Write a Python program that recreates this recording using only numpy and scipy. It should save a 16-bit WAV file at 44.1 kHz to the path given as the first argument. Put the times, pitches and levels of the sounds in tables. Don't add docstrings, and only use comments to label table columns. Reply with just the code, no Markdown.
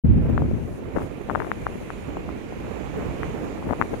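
import sys
import numpy as np
from scipy import signal
from scipy.fft import rfft, irfft, next_fast_len
from scipy.io import wavfile
from scipy.ndimage import uniform_filter1d, map_coordinates

SR = 44100
rng = np.random.default_rng(int(sys.argv[2]) if len(sys.argv) > 2 else 0)


def store_pcm(level_fs):
    pcm = np.round(np.clip(level_fs, -1, 1) * 32767).astype(np.int16)
    wavfile.write(sys.argv[1], SR, np.atleast_2d(pcm).T)


N = 176400
T = np.arange(N) / SR

# time in seconds, level in dB.
GUST_LEFT = [(.04, -16.5), (.24, -23), (.36, -16.5), (.43, -24), (.6, -23), (.72, -35), (1, -68)]
GUST_RIGHT = [(.04, -19), (0.11, -16), (.3, -22), (.47, -23), (.62, -35), (1, -67)]
# time in seconds, strength in dB.
EDDIES_LEFT = [(.05, -35), (.34, -28.5), (.57, -33.5), (.72, -40), (.945, -40), (.965, -25.5), (1.03, -33),
               (1.07, -42), (1.26, -43), (1.31, -29), (1.47, -28.5), (1.55, -40), (1.66, -33.5),
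               (1.95, -42), (2.25, -36.5), (2.45, -41), (2.9, -42.5), (2.98, -31.5), (3.2, -39), (3.6, -33),
               (3.721, -27), (3.76, -38), (3.81, -29), (3.91, -43), (3.94, -26), (3.97, -40)]
EDDIES_RIGHT = [(.05, -33), (.35, -29.5), (.6, -40), (1, -31), (1.2, -36), (1.75, -34), (1.9, -38),
                (2.05, -33), (2.45, -36.5), (2.8, -30.5), (3.5, -30.3), (4, -33)]
# frequency in Hz, relative level in dB.
RUMBLE_EQ = [(20, -26), (70, 0), (140, -2), (250, -6), (450, -26), (2000, -100)]
SUB_EQ = [(20, -26), (70, 0), (110, -6), (300, -50), (1500, -120)]
THUD_EQ = [(20, -42), (40, -1), (65, 2), (110, -1), (200, -3.5), (350, -15.5), (800, -63)]
FLUTTER_EQ = [(60, -45), (150, -5.5), (280, -0.5), (450, -3.5), (700, -14), (1100, -24.5), (2000, -31),
              (4000, -52)]
RASP_EQ = [(200, -48), (500, 3.5), (800, 1.5), (1300, -7.5), (2000, -14.5), (2800, -26), (4000, -64)]
# centre in seconds,
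# relative level in dB, pitch in Hz.
POPS = [(0.045, -10, 226), (0.049, -4, 182), (0.3787, -7, 1040), (0.421, -13, 675), (0.489, -12.5, 250),
        (0.514, -13.5, 388), (0.9642, -12, 428), (0.9715, -15, 840), (0.9751, -11, 257),
        (0.9852, -13.5, 910), (1.0135, -28, 730), (1.0193, -20.5, 1050), (1.29, -17, 586),
        (1.2984, -7.5, 1020), (1.305, -13, 980), (1.3134, -14, 790), (1.3511, -6, 1030),
        (1.3575, -2.5, 990), (1.3795, -23, 850), (1.4026, -10, 1190), (1.421, -14.5, 1110),
        (1.4469, -17.5, 960), (1.517, -4.5, 1270), (1.6677, -4, 1050), (1.904, -14, 1130), (2.17, -15, 756),
        (2.2912, -19, 930), (2.525, -19, 530), (3.2327, -11.5, 1340), (3.6266, -21.5, 825),
        (3.6704, -14.5, 334), (3.709, -12.5, 850), (3.7105, -12.5, 222), (3.7268, -12, 666),
        (3.7345, -9, 850), (3.8139, -4, 860), (3.8147, 0, 1240), (3.8235, -8, 1280), (3.9078, -26, 750),
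        (3.934, -17, 504), (3.9405, -27, 300)]
# time in seconds, level in dB before trim.
AIR_RIDE = [(0.08, -56), (0.67, -58), (1.19, -54), (1.91, -52), (2.4, -53), (3.26, -49), (3.52, -53.5)]
HISS_RIDE = [(0.08, -84), (0.36, -68), (0.95, -67), (0.99, -61), (1.14, -65.5), (2.05, -63), (2.6, -63.5),
             (2.72, -60.5), (3.55, -59), (3.59, -64), (4.0, -58.5)]
FIZZ_RIDE = [(0.08, -97), (0.45, -73), (0.78, -63.5), (0.8, -73), (0.96, -69), (1.03, -61), (1.1, -69),
             (1.39, -65.5), (2.02, -64), (2.13, -70), (3.32, -65), (3.42, -67), (4.0, -63.5)]
# frequency in Hz, relative level in dB.
AIR_EQ_LEFT = [(100, 4), (400, -29), (1000, -5.5), (1600, -8), (2400, -9), (3200, -17.5), (4200, -21.5),
               (6000, -29), (12000, -55)]
AIR_EQ_RIGHT = [(100, 6), (400, -5.5), (1000, 2.5), (1600, -2.5), (2400, 3.5), (3200, -8), (4200, -18),
                (6000, -53), (12000, -60)]
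HISS_EQ_LEFT = [(1500, -4), (4000, 4.5), (5300, -7), (6600, 3), (8000, -8), (10000, -31)]
HISS_EQ_RIGHT = [(1500, 2.5), (4000, 2.5), (5300, -1.5), (6500, 4.5), (7200, 3.5), (8000, -8.5),
                 (10000, -35)]
FIZZ_EQ_LEFT = [(4000, -13), (8000, -5), (10300, 0), (12000, -6), (13800, -25), (14800, -20), (15700, -16)]
FIZZ_EQ_RIGHT = [(4000, -7), (8000, -3), (10000, -1), (12000, -3.5), (13000, -6), (13900, -20),
                 (14700, -11.5), (15700, -16)]

TYPICAL_EDDY_DB = -33
THUD_DB, FLUTTER_DB = -34.5, -32.5
THUD_GROWTH, RASP_GROWTH = 0.49, 1.95
SUB_GROWTH, RASP_DUCK = 1.6, 0.89
POP_WIDTH_CYCLES, POP_LEAN_RAD, POP_SCATTER_RAD = 0.33, 0.6, 0.9
EDGE_S, PUSH_S = 0.000105, 0.00089
START_S, FADE_S, BED_FADE_S = 0.037, 0.012, 0.035
HIGH_CUT_HZ = 15720


def gust(gust_db, sub_peak_db):
    rumble = amp(gust_db) * turbulence(RUMBLE_EQ, lump_db=3.0, lumps_per_s=26.55)
    sub_db = sub_peak_db + SUB_GROWTH * (gust_db - gust_db.max())
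    return rumble + amp(sub_db) * coloured(rng.standard_normal(N), SUB_EQ)


def eddies(ride, gust_db, rasp_db, grains_per_s):
    strength_db = curve(ride) - TYPICAL_EDDY_DB + 0.9 * wobble(21)
    duck_db = RASP_DUCK * np.maximum(gust_db - TYPICAL_EDDY_DB, 0)
    thud = amp(THUD_DB + THUD_GROWTH * strength_db) * turbulence(THUD_EQ, lump_db=2.5, lumps_per_s=22)
    flutter = amp(FLUTTER_DB + strength_db) * turbulence(FLUTTER_EQ, lump_db=3.0, lumps_per_s=70)
    rasp = amp(rasp_db + RASP_GROWTH * strength_db - duck_db) * crackle(grains_per_s)
    return thud + flutter + rasp


def crackle(grains_per_s):
    sizes = rng.standard_normal(N) * amp(3 * rng.standard_normal(N))
    breaks = rng.random(N) < grains_per_s / SR
    return coloured(breaks * sizes, RASP_EQ)


def pops():
    left = np.zeros(N)
    for centre_s, db, hz in POPS:
        t = T - centre_s
        cycles, slow, fast = t * hz, t / PUSH_S, t / EDGE_S
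        phase = 2 * np.pi * cycles + POP_LEAN_RAD + POP_SCATTER_RAD * rng.standard_normal()
        swing = -np.cos(phase) * np.exp(-.5 * (cycles / POP_WIDTH_CYCLES) ** 2)
        edge = hz * EDGE_S * fast * np.exp(-.5 * fast ** 2)
        push = slow * np.exp(-.5 * slow ** 2) * rng.standard_normal()
        gain = amp(min(db + 1, -0.9))
        left += gain * (swing + amp(2.5) * edge + amp(-17.5) * push)
    return np.array([left, amp(-28) * left])


def open_wind():
    level_db = curve(AIR_RIDE) + 0.17 * wobble(10)
    return bed(level_db, (AIR_EQ_LEFT, AIR_EQ_RIGHT), trims_db=(4, 8.5), patch_db=1.0)


def sand():
    shiver_db = 0.29 * wobble(21.9)
    hiss_db = curve(HISS_RIDE) + shiver_db
    fizz_db = curve(FIZZ_RIDE) + shiver_db
    hiss = bed(hiss_db, (HISS_EQ_LEFT, HISS_EQ_RIGHT), trims_db=(-5.5, 6.5), patch_db=1.95)
    fizz = bed(fizz_db, (FIZZ_EQ_LEFT, FIZZ_EQ_RIGHT), trims_db=(0.5, 5), patch_db=1.95)
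    return hiss + fizz


def bed(level_db, eqs, trims_db, patch_db):
    return np.array([amp(level_db + trim) * coloured(patchy(patch_db), eq)
                     for eq, trim in zip(eqs, trims_db)])


def patchy(depth_db):
    spectrum = signal.stft(rng.standard_normal(N), nperseg=512)[2]
    patches = uniform_filter1d(rng.standard_normal(spectrum.shape), size=8, axis=0)
    patches = uniform_filter1d(patches, size=16, axis=1)
    return signal.istft(spectrum * amp(depth_db * unit(patches)), nperseg=512)[1][:N]


def turbulence(eq, lump_db, lumps_per_s):
    return coloured(rng.standard_normal(N) * amp(lump_db * wobble(lumps_per_s)), eq)


def coloured(x, eq):
    knots_hz, db = np.transpose(eq)
    return unit(filtered(x, lambda hz: amp(np.interp(np.log(hz + 1), np.log(knots_hz + 1), db))))


def filtered(x, response):
    size = next_fast_len(N + SR // 2)
    return irfft(rfft(x, size) * response(np.fft.rfftfreq(size, 1 / SR)), size)[..., :N]


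def wobble(rate):
    return map_coordinates(rng.standard_normal(4096), [T * rate + 2], mode="wrap")


def curve(rows):
    return np.interp(T, *np.transpose(rows))


def amp(db):
    return 10 ** (np.asarray(db) / 20)


def unit(x):
    return x / np.sqrt(np.mean(x ** 2) + 1e-20)


def fade_in(seconds):
    return np.clip((T - START_S) / seconds, 0, 1)


def scene():
    left_db, right_db = curve(GUST_LEFT), curve(GUST_RIGHT)
    left = gust(left_db, sub_peak_db=-19)
    left += eddies(EDDIES_LEFT, left_db, rasp_db=-44.5, grains_per_s=420)
    right = gust(right_db, sub_peak_db=-14.5)
    right += eddies(EDDIES_RIGHT, right_db, rasp_db=-43.5, grains_per_s=2500)
    background = fade_in(BED_FADE_S) * (open_wind() + sand())
    return np.array([left, right]) + pops() + background


def record(dry):
    return filtered(dry * fade_in(FADE_S), lambda hz: hz < HIGH_CUT_HZ)


dry = scene()
out = record(dry)
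store_pcm(out)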